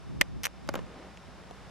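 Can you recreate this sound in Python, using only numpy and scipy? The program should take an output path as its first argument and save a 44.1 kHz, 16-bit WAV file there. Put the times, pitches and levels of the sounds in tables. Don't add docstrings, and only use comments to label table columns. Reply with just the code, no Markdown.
import sys
import numpy as np
from scipy import signal
from scipy.fft import rfft, irfft
from scipy.io import wavfile
from scipy.ndimage import uniform_filter1d

SR = 44100
rng = np.random.default_rng(int(sys.argv[2]) if len(sys.argv) > 2 else 0)


def inscribe(sig):
    pcm = np.round(np.clip(np.atleast_2d(sig).T, -1, 1) * 32767)
    wavfile.write(sys.argv[1], SR, pcm.astype(np.int16))


N = 74970
T = np.arange(N) / SR

# freq_hz, level_db
HISS_MID_SPECTRUM = [(18, -62), (30, -25), (53, -1), (152, -1.5), (177, -0.5), (245, -5), (348, -7),
                     (435, -6.5), (666, -8.5), (945, -9), (1020, -8.5), (5440, -25), (11800, -39),
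                     (15300, -62), (22000, -120)]
HISS_SIDE_SPECTRUM = [(18, -40), (30, 11), (70, 0), (201, -3), (292, -27.5), (588, -15), (666, -7.5),
                      (1280, -19), (1370, -19), (2380, -23), (11800, -29), (15300, -72), (22000, -120)]
WIND_SPECTRUM = [(20, -36), (55, -2), (95, -5.5), (150, -4), (250, -11), (400, -20), (800, -41),
                 (3000, -74)]
# time_s, level_db
HISS_ENVELOPE = [(0.0, -56.5), (0.43, -58.5), (0.742, -55.5), (0.904, -55.5), (1.168, -55.5), (1.7, -54)]
WIND_ENVELOPE = [(0, -53), (.1, -40), (.185, -35), (.25, -48.5), (.35, -35.5), (.45, -45.5), (.52, -56.5),
                 (.68, -39.5), (.76, -38.5), (.84, -41.5), (.89, -57.5), (1.05, -85), (1.23, -70),
                 (1.28, -52), (1.36, -59), (1.7, -60)]
# pitch_hz, mid_db, side_db
HUM_TONES = [(60, -60, -79), (184.2, -62.5, -111), (662, -71, -74.5), (772, -70.5, -69), (1250, -76, -76),
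             (3630, -75.5, -88), (4950, -78, -86), (5410, -79.5, -79)]

# time_s, level_db
GRAINY_RUB_ENVELOPE = [(.72, -74), (.75, -48), (.77, -42.5), (.792, -41.5), (.805, -59), (.92, -49.5),
                       (1.03, -49), (1.09, -54), (1.25, -77.5)]
SKID_RUB_ENVELOPE = [(.43, -81), (.437, -39), (.446, -40), (.452, -73), (.461, -34), (.465, -55),
                     (.470, -38), (.475, -91)]
# freq_hz, level_db
GRAINY_RUB_SPECTRUM = [(60, -4), (200, 2.5), (550, 2), (1200, -7.5), (3000, -17.5), (9000, -36.5),
                       (12500, -73), (14000, -76)]
# start_s, level_db
TAP_HITS = [(1.5105, -33), (1.5146, -41.5)]

# start_s, level_db, grit_decay_s, brightness_hz
TICK_HITS = [(.2295, -20, 0.0023, 8000), (.2585, -29, 0.0034, 9100), (.4679, -19, .0006, 14500),
             (.4788, -20, 0.00037, 8000), (.6762, -11.5, 0.00042, 8200), (.6902, -3, 0.0021, 14500),
             (.7390, -5, 0.0027, 14200), (.7545, -2.5, 0.0019, 13900), (.7587, -11.5, 0.00021, 13000),
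             (.7918, -12, 0.00063, 6000), (.9185, -38, 0.00059, 4500), (1.1735, -14.5, .0012, 6500),
             (1.5105, -15, 0.00062, 7040)]
KNOCK_HITS = [(.6891, -9.5, 0.00022, 12200), (.6904, -1, 0.00099, 11500), (.6937, -3.5, 0.0012, 2020),
              (.7402, -16.5, 0.0015, 1610), (.7428, -3, 0.0015, 1810), (.7560, -6.5, 0.0014, 1800),
              (.7597, -8, 0.0011, 1290), (.7635, -11.5, 0.0029, 1500), (.7918, -15, 0.0028, 1500)]
SKID_HITS = [(.4344, -9.5, 0.00051, 15100), (.4378, -17.5, 0.00045, 13300), (.4416, -3.5, 0.00092, 7000),
             (.4444, -7, 0.00076, 11000), (.4476, -33, .001, 7000), (.4493, -9, 0.00032, 5000),
             (.4539, 0.5, 0.00035, 12500), (.4580, 0, 0.00025, 11700), (.4622, -11, 0.00087, 10000),
             (.4681, 2, 0.00031, 2620)]
CRACK_HITS = [(.2120, -5, .0008, 14000), (.2127, 0, .001, 9000), (.2160, -2.5, .0018, 5500)]
# freq_hz, level_db
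TICK_SPECTRUM = [(300, -13), (1500, 3), (3200, 7), (4200, -4.5), (6000, -4.5), (7000, 2.5), (8200, -18),
                 (9700, -5.5), (11500, -12.5), (13400, -1.5), (15000, -12)]
KNOCK_SPECTRUM = [(50, -20), (180, 1.5), (420, 3), (550, 4.5), (900, -1.5), (1400, -0.5), (1900, -9),
                  (3500, -21), (5500, -10), (7500, -24.5), (13000, -51)]
SKID_SPECTRUM = [(100, -36), (400, -23), (1000, -6.5), (2000, -2), (3000, -3.5), (3700, -12), (5000, -10),
                 (5900, -0.5), (7600, -13), (11000, -14.5), (12700, -5.5), (14000, -8.5)]
CRACK_SPECTRUM = [(60, -12.5), (180, -11.5), (350, -24), (600, -3.5), (1150, -6.5), (1400, -14),
                  (1900, 1.5), (2200, -3.5), (2600, -11.5), (3700, -9.5), (4600, -16.5), (5800, -14.5),
                  (8500, -19), (13500, -14.5), (15000, -30)]
# freq_hz, side_over_mid_db
TICK_SIDE = [(5000, -14), (8000, -1), (13000, 6)]
KNOCK_SIDE = [(130, -7), (300, -19), (600, -1.5), (1100, -7.5), (1400, -4.5), (2200, -6), (5000, -19),
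              (10000, -5)]
SKID_SIDE = [(600, 16), (1000, -1), (1400, 2.5), (2000, -14), (3000, -9), (4000, 3), (5800, -17),
             (9000, 7.5), (13000, 4)]
CRACK_SIDE = [(180, 3), (330, 24), (500, 4), (800, 1.5), (1080, -5), (1350, 5), (2000, -14), (4500, -2),
              (7500, -1), (13000, -15)]
# pitch_hz, level_db, t60_s, left_lead_rad
RING_MODES = [(558, -43, .07, 1.2), (835, -45, .045, 1.1), (1130, -45, .03, .1), (1400, -45, .03, 2.2),
              (1835, -43, .028, .2), (2125, -41, .03, .2), (2445, -46, .04, .3), (2955, -50, .035, .2),
              (3750, -49, .02, .2), (5620, -51, .02, .2)]
# freq_hz, gain_db
LEFT_COLOUR = [(250, -0.33), (550, -1.5), (850, 2.9), (1300, -2), (2100, 1.5), (3000, -1.3), (4200, 3.5),
               (6000, 0.5), (9000, -0.3)]


def amp(db):
    return 10 ** (np.asarray(db) / 20)


def unit_rms(x):
    return x / np.sqrt(np.mean(x ** 2) + 1e-20)


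def db_at(spectrum, hz):
    freq_hz, level_db = np.transpose(spectrum)
    return np.interp(np.log(hz + 1), np.log(freq_hz + 1), level_db)


def envelope(points):
    return amp(np.interp(T, *np.transpose(points)))


def add(mix, start_s, sound):
    part = mix[max(round(start_s * SR), 0):][:len(sound)]
    part += sound[:len(part)]


def shaped(x, spectrum, amount=1):
    return irfft(rfft(x) * amp(amount * db_at(spectrum, np.fft.rfftfreq(N, 1 / SR))), N)


def coloured(x, spectrum):
    log_gain = np.log(amp(db_at(spectrum, abs(np.fft.fftfreq(8192, 1 / SR)))))
    response = np.exp(np.conj(signal.hilbert(log_gain)))
    impulse = np.fft.ifft(response).real[:2048]
    return signal.fftconvolve(x, impulse / np.linalg.norm(impulse))[:N]


def noise(spectrum):
    return unit_rms(shaped(rng.standard_normal(N), spectrum))


def low_pass(x, hz, size):
    kernel = signal.firwin(size, hz, window=("kaiser", 8), fs=SR)
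    return signal.fftconvolve(x, kernel[None], "same")


def stereo(mid, side):
    return np.array([mid + side, mid - side])


def close_stereo(mid, side, width):
    return stereo(mid, shaped(signal.hilbert(side).imag, width))


def hiss(mid_db=3, side_db=-1, top_hz=12150):
    wash = stereo(amp(mid_db) * noise(HISS_MID_SPECTRUM), amp(side_db) * noise(HISS_SIDE_SPECTRUM))
    return low_pass(wash * envelope(HISS_ENVELOPE), top_hz, size=401)


def hum(waver_hz=5):
    out = np.zeros((2, N))
    for pitch_hz, mid_db, side_db in HUM_TONES:
        drift = unit_rms(uniform_filter1d(rng.standard_normal(N), size=2000))
        phase = 2 * np.pi * np.cumsum(pitch_hz + waver_hz * drift) / SR
        out += np.sqrt(2) * stereo(amp(mid_db) * np.sin(phase), amp(side_db) * np.cos(phase))
    return out


def wind(mid_db=-11):
    return envelope(WIND_ENVELOPE) * stereo(amp(mid_db) * noise(WIND_SPECTRUM), noise(WIND_SPECTRUM))


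def grainy_rub(grains_per_s=2500, spread_db=2.5, width=0.28):
    sizes = amp(spread_db * np.minimum(rng.exponential(1, (2, N)), 3))
    signs = rng.choice([-1, 1], (2, N))
    onsets = rng.random((2, N)) < grains_per_s / SR
    mid, side = (unit_rms(coloured(grains, GRAINY_RUB_SPECTRUM)) for grains in sizes * signs * onsets)
    return envelope(GRAINY_RUB_ENVELOPE) * stereo(mid, width * side)


def soft_taps(pitch_hz=710, t60_s=0.014, width=0.76):
    mid, t = np.zeros(N), T[:SR // 20]
    for start_s, level_db in TAP_HITS:
        add(mid, start_s, amp(level_db - 60 * t / t60_s) * np.sin(2 * np.pi * pitch_hz * t))
    return stereo(mid, width * signal.hilbert(mid).imag)


def skid_rub():
    sliding = (T > SKID_RUB_ENVELOPE[0][0]) & (T < SKID_RUB_ENVELOPE[-1][0])
    friction = noise(SKID_SPECTRUM)
    return sliding * envelope(SKID_RUB_ENVELOPE) * close_stereo(friction, friction, SKID_SIDE)


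def contact_force(hits, grit, grit_above_hz=2070):
    force, t = np.zeros(N), T[:SR // 40]
    grit_filter = signal.butter(2, grit_above_hz, "high", fs=SR)
    for start_s, level_db, grit_decay_s, brightness_hz in hits:
        grains = rng.standard_normal(len(t)) * np.exp(-t / grit_decay_s)
        crunch = signal.lfilter(*grit_filter, grains)
        crunch[0] = 0
        crunch *= grit / np.linalg.norm(crunch)
        crunch[0] = 1
        softened = signal.lfilter(*signal.butter(2, brightness_hz, fs=SR), crunch)
        add(force, start_s, amp(level_db) * softened)
    return force


def hollow_ring(force):
    t = T[:SR // 6]
    modes = np.zeros((2, len(t)))
    for pitch_hz, level_db, t60_s, left_lead_rad in RING_MODES:
        phase = 2 * np.pi * pitch_hz * t + np.array([[left_lead_rad], [-left_lead_rad]]) / 2
        modes += amp(level_db - 60 * t / t60_s) * np.cos(phase)
    return signal.fftconvolve(force[None], modes, axes=1)[:, :N]


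def blows(hits, spectrum, width, click_db, ring_db, grit):
    mid, side = (coloured(contact_force(hits, grit), spectrum) for _ in range(2))
    click = close_stereo(mid, side, width)
    ring = hollow_ring(contact_force(hits, grit=0))
    return amp(click_db) * click + amp(ring_db) * ring


def handling():
    crack = blows(CRACK_HITS, CRACK_SPECTRUM, CRACK_SIDE, click_db=5.5, ring_db=6, grit=1.23)
    skid = blows(SKID_HITS, SKID_SPECTRUM, SKID_SIDE, click_db=-6.5, ring_db=-5, grit=0.85)
    skid += skid_rub()
    knocks = blows(KNOCK_HITS, KNOCK_SPECTRUM, KNOCK_SIDE, click_db=-4, ring_db=3, grit=1.0)
    ticks = blows(TICK_HITS, TICK_SPECTRUM, TICK_SIDE, click_db=-19.5, ring_db=-40, grit=1.73)
    left, right = crack + skid + knocks + ticks
    return np.array([shaped(left, LEFT_COLOUR), shaped(right, LEFT_COLOUR, amount=-1)])


def scene():
    return handling() + soft_taps() + grainy_rub() + hiss() + hum() + wind()


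def record(dry, ceiling=0.32, top_hz=14400):
    return low_pass(ceiling * np.tanh(dry / ceiling), top_hz, size=121)


dry = scene()
out = record(dry)
inscribe(out)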